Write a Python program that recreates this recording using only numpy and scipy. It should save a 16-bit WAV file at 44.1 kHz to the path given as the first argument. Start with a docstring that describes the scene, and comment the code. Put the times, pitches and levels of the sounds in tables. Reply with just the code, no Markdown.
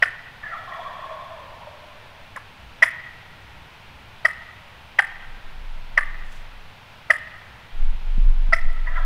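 """Sharp clucks from a reed call sound throughout, close to the microphone; a far turkey gobbles after the first
and the last. A cluck is a beating reed filtered by mouth resonances; trunks return it as echoes and a long
tail. A gobble is noise in moving throat resonances, with short gliding tones for its clear notes. Wind buffets
the microphone and cloth rustles. A thin tick sounds with the weak pair of clucks at 2.36 s, and another sounds
alone near 8.73 s. Beneath lie shaped noise for the forest hush and rumble, and two narrow bands for distant
hums."""
import sys
import numpy as np
from scipy import signal
from scipy.fft import rfft, irfft
from scipy.io import wavfile
from scipy.ndimage import uniform_filter1d

SR = 44100
rng = np.random.default_rng(int(sys.argv[2]) if len(sys.argv) > 2 else 0)


def file_out(sig):
    """Save sig as 16-bit WAV at sys.argv[1]."""
    # one column per channel
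    cols = np.atleast_2d(sig).T
    # limit, then scale
    lim = np.clip(cols, -1, 1)
    pcm = np.round(lim * 32767).astype(np.int16)
    wavfile.write(sys.argv[1], SR, pcm)


N = 399105  # samples

# Reed clucks. Each row: start in seconds, level in dB, lead-in in ms, lip opening time in ms, first pitch
# in Hz, pitch at the break in Hz, break time in ms, pitch after it in Hz, drop after it in dB, hold in ms,
# middle resonance in Hz, then relative levels in dB of the low, middle, third and fourth resonance and the jet.
REED_CLUCKS = [(0.0226, -1, 2.3, 0.51, 660, 637, 7.6, 747, -7, 5.9, 1550, -19.5, -19, -24, -24.5, -51.5),
               (2.36, -26, .3, 1.1, 626, 556, 6.5, 518, -19, 1.5, 1500, -3, -1, -29, -28, -46),
               (2.3691, -27, .3, 1.6, 583, 543, 6.4, 482, -6, 1.2, 1100, -28, -2, -34, -25, -43),
               (2.8212, 0, 2.65, 1.4, 650, 629, 13.6, 644, -5.5, 2.3, 1010, -24.5, -17, -21, -26, -46),
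               (4.2463, -2.5, 3.5, 1.7, 739, 587, 12.6, 601, -10, 2.4, 1125, -19, -16, -31, -24.5, -48),
               (4.986, -2, 2.84, 1.05, 659, 617, 8.26, 893, -3, 2.9, 1010, -28, -13.5, -16.5, -28, -47.5),
               (5.9734, -0.6, 2.1, 1.8, 685, 628, 7.42, 593, -10, 6.8, 1146, -23, -20, -33, -30, -53),
               (7.0991, -1, 3.7, 1.8, 694, 576, 13.5, 620, -12.5, 1.9, 1315, -17, -19.5, -27.5, -27, -47.5),
               (8.5247, -3, 2.6, 4, 703, 631.4, 14.3, 630, -14.5, 1.9, 1445, -17, -11, -32, -18, -50.5)]
# Mouth: low, middle, main, third and fourth resonance, then air jet. Each row: centre in Hz, width in Hz.
# Each cluck sets its own middle centre.
MOUTH_RESONANCES = [(660, 109), (1300, 263), (1880, 280), (3000, 326), (4950, 320), (9750, 1200)]
# Returns from the ground and nearest trunks. Each row: delay in ms, relative level in dB, sign.
TRUNK_ECHOES = [(15, -21, 1), (31.5, -18, 1), (45, -26, -1), (56, -22, -1), (79, -24, 1), (110, -29, 1),
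                (127, -29, -1), (166, -27, 1), (177, -30, -1), (212, -34, 1), (236, -36, -1), (258, -37, 1),
                (358, -38, -1)]
# Forest decay before each tail stretches it. Each row: frequency in Hz, time to fall 60 dB in seconds.
FOREST_DECAY = [(400, 0.57), (700, 0.59), (1300, 1), (1900, 0.54), (3000, 1), (5000, 0.16), (11000, 0.21)]
# The gobbles. Each row: start in seconds, level offset in dB.
GOBBLE_STARTS = [(0.43, 1.94), (8.86, 1.5)]
# Course of the throat in a gobble. Each row: seconds after its start, three resonances in Hz, and their
# three levels in dB before the gobble's offset.
THROAT_COURSE = [(0, 645, 1200, 1800, -62, -49, -38.5), (0.065, 654, 1304, 1940, -52, -49, -44.5),
                 (0.11, 710, 1320, 1840, -47, -37, -38), (0.2, 670, 1270, 1870, -46.5, -48, -54),
                 (0.31, 677, 1110, 1850, -44.5, -42, -49), (0.63, 649, 1040, 1760, -47, -43, -50.5),
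                 (1.23, 598, 964, 1820, -52.5, -49, -65), (1.82, 620, 1040, 1820, -57.5, -65, -61)]
# Notes that stand out of the gobbles. Each row: start in seconds, level in dB, leading resonance in Hz.
CLEAR_NOTES = [(0.435, -31, 1740), (0.459, -29, 1704), (0.507, -31, 1855), (0.52, -28.5, 1335),
               (0.562, -34.5, 1300), (0.675, -33, 1076), (0.719, -33, 1840), (0.744, -35, 1093),
               (0.79, -34, 700), (0.817, -39, 1010), (0.858, -26, 1088), (0.913, -39, 1796),
               (0.997, -35.5, 1040), (1.038, -29, 1059), (1.109, -29.5, 626), (1.194, -36, 1034),
               (1.225, -39, 1060), (1.305, -36, 646), (1.67, -35, 603), (8.87, -26, 1894),
               (8.872, -35.5, 966), (8.939, -44.5, 1910), (8.954, -32.5, 1634), (8.963, -28.5, 1318),
               (8.974, -31.5, 983), (8.999, -47, 1300)]
# Buffeting level, one list a gust. Each row: time in seconds, level in dB.
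GUST_LEVELS = [
    [(4.95, -63), (5.154, -32.5), (5.222, -42), (5.368, -25.5), (5.416, -47), (5.452, -33), (6.25, -26),
     (6.602, -44), (6.7, -39.5)],
    [(7.72, -32), (7.812, -14.5), (7.938, -11.5), (8.046, -22.5), (8.22, -10), (8.604, -20.5),
     (8.668, -10.5), (8.734, -22.5), (9.05, -17)],
]
# Spectrum of the wind rumble. Each row: frequency in Hz, relative density in dB per Hz.
WIND_SPECTRUM = [(3.5, -26), (6.0, -16), (16, 13.5), (29, 1.5), (39, -10), (54, -12.5), (81, -23),
                 (124, -32.5), (199, -31), (300, -51.5), (390, -84), (660, -120)]
# Low thumps within the second gust. Each row: start in seconds, level in dB, frequency in Hz,
# time to fall 20 dB in ms.
GUST_THUMPS = [(8.18, -6.5, 108, 4.5), (8.489, -13.5, 110, 3.4)]
# A sleeve moves. The row: start in seconds, length in seconds, level in dB.
SLEEVE_RUSTLE = (6.2, 0.28, -60.5)
# Thin ticks: the first sounds with the weak pair of clucks, the second alone. 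Each row: start in seconds, #
# level in dB, centre in Hz.
THIN_TICKS = [(2.363, -37, 7900), (8.7284, -48, 9020)]
# Spectrum of the hush. Each row: frequency in Hz, relative density in dB per Hz.
HUSH_SPECTRUM = [(8.8, -1.5), (15, -1), (28, -15.5), (48, -16), (102, -8.5), (336, -25), (929, -15.5),
                 (1240, -21), (1360, -17.5), (1710, -20), (1870, -20.5), (2490, -19), (3540, -24),
                 (7310, -43.5), (15600, -47)]
# Distant hums. Each row: centre in Hz, width in Hz, level in dB.
DISTANT_HUMS = [(61.2, 16, -58.5), (96.7, 18.4, -63)]

LEAD_DB, FADE_MS = -14.5, 30  # main ring behind closed lips; time to fall 60 dB after the hold
ROUGH, MISSED = 0.22, 0.8  # reed roughness before the break, 0-1; share of the ring lost in the missed beat
SWELL_DB, SWELL_PER_DROP = 5, 0.35  # middle resonance swells at the break, less when the ring drops far
NOTE_S = 0.028  # length of a clear note
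UNDER_DB = -19.5  # tones at all three throat resonances under the leading one
FLARE_DB = -9.5  # base level of the overtone flares against the lowest resonance
BUFFET_HZ, BUFFET_WAVER = 20, 0.1903  # mean eddy rate; rms share by which it wavers
HUSH_DB, HUM_WAVER_DB = -45.5, 5.0  # hush level; rms waver of the hums
EDGE_HZ = 15700  # upper band limit


def amp(db):
    """Decibels are twenty times the logarithm of an amplitude ratio; this inverts them."""
    return 10 ** (np.asarray(db) / 20)


def evened(x):
    """Root-mean-square normalisation: dividing by the effective value gives unit mean power."""
    return x / np.sqrt(np.mean(x ** 2) + 1e-20)


def read(points, hz):
    """Linear interpolation of a table along logarithmic frequency."""
    f, value = np.transpose(points)
    return np.interp(np.log(hz + 1), np.log(f + 1), value)


def add(mix, s, sound):
    """Superposition: a sound adds to the mix from a time in seconds."""
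    part = mix[max(round(s * SR), 0):][:len(sound)]
    part += sound[:len(part)]


def coloured(points, size):
    """Spectral shaping: white noise multiplied by a frequency curve, at rms 1."""
    spectrum = rfft(rng.standard_normal(size))
    shaped = spectrum * amp(read(points, np.fft.rfftfreq(size, 1 / SR)))
    return evened(irfft(shaped, size))


def wander(size, span):
    """Low-pass noise: two moving averages of span samples leave a slow fluctuation of rms 1."""
    span = max(int(span), 2)
    return evened(uniform_filter1d(uniform_filter1d(rng.standard_normal(size), span), span))


def resonate(x, hz, width):
    """Heterodyne resonance: shift hz to zero, smooth, shift back; the centre may move, its gain is 1."""
    turn = np.exp(2j * np.pi * np.cumsum(hz * np.ones(len(x))) / SR)
    r = np.exp(-np.pi * width / SR)
    return 2 * (turn * signal.lfilter([1 - r], [1, -r], x / turn)).real


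def band(x, hz, width):
    """Cascaded resonance: two equal passes steepen the skirts; the result has rms 1."""
    return evened(resonate(resonate(x, hz, width), hz, width))


def cluck(s, db, lead_ms, rise_ms, hz0, hz1, break_ms, hz2, drop_db, hold_ms,
          mid_hz, low_db, mid_db, third_db, fourth_db, jet_db):
    """Source and filter: a beating reed drives mouth resonances; lips open and the pitch breaks and sags."""
    ms = np.arange(2600) * 1000 / SR
    after = np.maximum(ms - break_ms, 0)

    before_hz = hz0 + (hz1 - hz0) * ms / break_ms
    sagging_hz = hz2 * (1 - 0.0053 * np.clip(after - hold_ms, 0, 25))
    hz = np.where(after > 0, sagging_hz, before_hz)
    hz = uniform_filter1d(uniform_filter1d(hz, size=50), size=50)
    broken = np.sin(np.pi / 2 * np.clip(after / 1.15, 0, 1)) ** 2
    rough = ROUGH * (1 + 1.75 * broken)  # the slack reed beats less evenly
    turns = np.cumsum(hz * (1 + 0.15 * rough * wander(len(ms), 43.8))) / SR

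    opening = np.sin(np.pi / 2 * np.clip((ms - lead_ms) / rise_ms, 0, 1)) ** 2
    ring = opening - amp(LEAD_DB) * (1 - opening)  # closed lips pass the main ring weakly, inverted
    ring *= amp(-0.3 * np.maximum(break_ms - 1.5 - ms, 0))  # the push grows up to the break
    stumble = 1 - MISSED * np.exp(-((ms - break_ms - 0.4) / 0.77) ** 2)  # the reed misses a beat
    ring *= stumble * amp(broken * (drop_db + 3.2 * rough * wander(len(ms), 40)))
    closing = 1 - 0.018 * np.clip(after - hold_ms, 0, 15)  # the mouth closes and its main ring sinks

    low, middle, main, third, fourth, jet = MOUTH_RESONANCES
    swell_db = (SWELL_DB + SWELL_PER_DROP * drop_db) * broken
    mouth = [(*low, amp(low_db - 1.5 * after) * np.minimum(0.35 + ms / 10.0, 1)),
             (mid_hz, middle[1], amp(mid_db + swell_db)),
             (main[0] * closing, main[1], ring),
             (*third, amp(third_db) * opening),
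             (*fourth, amp(fourth_db) * ring)]

    tone = np.zeros(len(ms))
    for k in np.arange(1, 30) / 2:  # half steps: strong and weak beats of a rough reed
        response = sum(gain / (1 + (2 * (k * hz - f) / width) ** 2) for f, width, gain in mouth)
        strength = rough if k % 1 else 1
        tone += response * strength * np.sin(2 * np.pi * (k * turns + rng.random()))

    air = rng.standard_normal(len(ms))  # air leaking past the reed
    for f, width, gain in mouth:
        tone += amp(-19.5) * rough * gain * band(air, f, 2 * width)
    hiss = band(air, *jet) + amp(3.0 - 0.8 * after) * band(air, 8100.0, 4500.0)
    # the jet swells towards the break and dies away after it
    jet_course_db = jet_db + 4.5 - 0.39 * np.maximum(break_ms - 2.5 - ms, 0) - 1.1 * after
    tone += amp(jet_course_db) * opening * hiss

    fade_db = 60 * (np.maximum(after - hold_ms, 0) / FADE_MS)
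    attack = np.sin(np.pi / 2 * np.minimum(ms / 0.33, 1)) ** 2
    return amp(db - fade_db) * attack * tone


def tail(start_ms, stretch):
    """Diffuse scattering: sparse taps of random sign, each band decaying at its own rate; energy 1."""
    taps, at = np.zeros(SR), np.arange(0, SR - 20, 20)
    taps[at + rng.integers(0, 20, len(at))] = rng.choice([-1., 1.], len(at))
    hz, t, z = signal.stft(taps, SR, nperseg=256)
    decay = amp(-60 * t / stretch / read(FOREST_DECAY, hz)[:, None])
    taps = signal.istft(z * decay, SR, nperseg=256)[1]
    taps *= np.clip(np.arange(len(taps)) * 1000 / SR / start_ms, 0, 1)  # fades in over start_ms
    return taps / np.linalg.norm(taps)


def calls():
    """Reflection and scattering: the direct clucks are convolved with smeared echoes and a lumpy tail."""
    direct, paths = np.zeros(N), np.zeros(SR)
    for row in REED_CLUCKS:
        add(direct, row[0], cluck(*row))
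    for ms, db, sign in TRUNK_ECHOES:
        smear = rng.standard_normal(90) * amp(-np.arange(90) / 0.72 - 5.5)  # bark and leaves
        smear[0] = sign
        add(paths, ms / 1000, amp(db - 5.0) * smear)
    # near trunks throw short waves back best, far paths lose them in the leaves
    near = np.exp(-np.arange(SR) / SR / 0.055)
    bright_paths = paths + 5.7 * np.diff(paths, prepend=0)
    paths = near * bright_paths + (1 - near) * uniform_filter1d(paths, size=4)
    scatter = tail(2.9, 0.87)[:SR]
    paths += amp(-20.5) * scatter * amp(6.6 * wander(SR, 260))
    # the far slopes answer longer and duller
    paths += amp(-25.0) * uniform_filter1d(tail(55.0, 3.3)[:SR], size=7)
    return direct + signal.fftconvolve(direct, paths)[:N]


def note(hz):
    """Frequency modulation: the phase integrates a falling, wavering pitch under a short envelope."""
    u = np.arange(int(NOTE_S * SR)) / SR
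    glide = hz * (1.03 - 1.1 * u + 0.02 * wander(len(u), 170))
    shape = np.minimum(u / 0.0035, 1) * np.cos(np.pi / 2 * u / u[-1])
    shape = shape * amp(0.59 * wander(len(u), 160))
    return shape * np.sin(2 * np.pi * (np.cumsum(glide) / SR + rng.random()))


def gobbles():
    """Formant filtering: noise in moving throat resonances blurs with distance; some notes stay clear."""
    t, blurred, clear = np.arange(N) / SR, np.zeros(N), np.zeros(N)
    s, *columns = np.transpose(THROAT_COURSE)
    latest = np.searchsorted([g[0] for g in GOBBLE_STARTS], t) - 1
    start, loud_db = np.array(GOBBLE_STARTS)[np.maximum(latest, 0)].T
    sounding = ((t > start) & (t < start + s[-1])) * 1.
    on = amp(loud_db) * uniform_filter1d(sounding, size=200)
    course = [np.interp(t - start, s, column) for column in columns]
    throat_hz, throat_db = course[:3], course[3:]

    for hz, db, width in zip(throat_hz, throat_db, [150., 210., 260.]):
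        hz = hz * (1 + 0.04 * wander(N, 990))
        voice = band(rng.standard_normal(N), hz, width)
        blurred += on * amp(db + 0.55 * wander(N, 770)) * voice

    flare = signal.windows.hann(int(1.47 * NOTE_S * SR))
    for at, db, lead_hz in CLEAR_NOTES:
        i = round(at * SR)
        under = sum(note(hz[i]) for hz in throat_hz)
        add(clear, at, amp(db) * (note(lead_hz) + amp(UNDER_DB) * under))
        for hz, top_db in [(3400, 3.0), (5450, -38.0)]:  # overtones flare with the notes
            overtone = evened(resonate(rng.standard_normal(len(flare)), hz, 140.0))
            add(clear, at, amp(throat_db[0][i] + FLARE_DB + top_db) * flare * overtone)

    effort = on * amp(throat_db[0])  # these fixed-pitch bands follow the level of the lowest resonance
    for hz, width, db in [(890, 85.0, -30), (1470, 97.0, -16), (2340, 65.0, -13.5), (3220, 100.0, -17)]:
        blurred += effort * amp(db) * evened(resonate(rng.standard_normal(N), hz, width))
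    return blurred + clear + amp(-5.5) * signal.fftconvolve(clear, tail(29.0, 2.1))[:N]


def wind():
    """Vortex shedding at the microphone port: a wavering slow push, its lumpy rumble and two thumps."""
    out = np.zeros(N)
    for rows in GUST_LEVELS:
        s, db = np.transpose(rows)
        t = np.arange(s[0], s[-1], 1 / SR)
        hz = BUFFET_HZ * (1 + BUFFET_WAVER * wander(len(t), 4330))
        push = np.sqrt(2) * np.sin(2 * np.pi * (np.cumsum(hz) / SR + rng.random()))
        gust = push + amp(-8.0) * coloured(WIND_SPECTRUM, len(t))
        add(out, s[0], amp(np.interp(t, s, db)) * gust * np.minimum((t - s[0]) / 0.0143, 1))
    for s, db, hz, ms in GUST_THUMPS:
        u = np.arange(2000) / SR
        envelope = amp(db - 20 * u * 1000 / ms) * np.minimum(u / 0.0027, 1)
        add(out, s, envelope * np.sin(2 * np.pi * hz * u))
    return out


def small_sounds():
    """Friction and impulse: cloth is enveloped shaped noise, each tick a short decaying noise band."""
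    (s, length, db), out = SLEEVE_RUSTLE, np.zeros(N)
    size = int(length * SR)
    cloth = coloured([(1500, -19), (4000, -1), (8000, -4), (13000, -15)], size)  # (Hz, relative dB)
    add(out, s, amp(db + 3.0 * wander(size, 700)) * cloth * signal.windows.hann(size))
    for s, db, hz in THIN_TICKS:
        i = np.arange(200)
        envelope = amp(db - i / 10.0) * np.minimum(i / 45.0, 1)
        add(out, s, envelope * band(rng.standard_normal(200), hz, 4500.))
    return out


def hush():
    """Broadband noise: air in the trees, far rumble and microphone hiss share one gently swelling spectrum."""
    return amp(HUSH_DB + 0.16 * wander(N, 4100)) * coloured(HUSH_SPECTRUM, N)


def drone():
    """Narrow-band noise: each resonance makes a fuzzy low hum whose level wavers slowly."""
    out = np.zeros(N)
    for hz, width, db in DISTANT_HUMS:
        hum = evened(resonate(rng.standard_normal(N), hz, width))
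        out += amp(db + HUM_WAVER_DB * wander(N, 6000)) * hum
    return out


def scene():
    """Superposition: pressures of all the sources add at the microphone."""
    return (calls() + gobbles() + wind() + small_sounds() + hush() + drone())[None]


def record(dry):
    """Saturation and band limiting: the input stage rounds off loud peaks, then a low-pass cuts the top."""
    ceiling = 1.25
    held = ceiling * np.tanh(dry / ceiling)
    low_pass = signal.firwin(1023, EDGE_HZ, window=("kaiser", 9), fs=SR)
    return signal.oaconvolve(held, low_pass[None], "same")


dry = scene()
out = record(dry)
file_out(out)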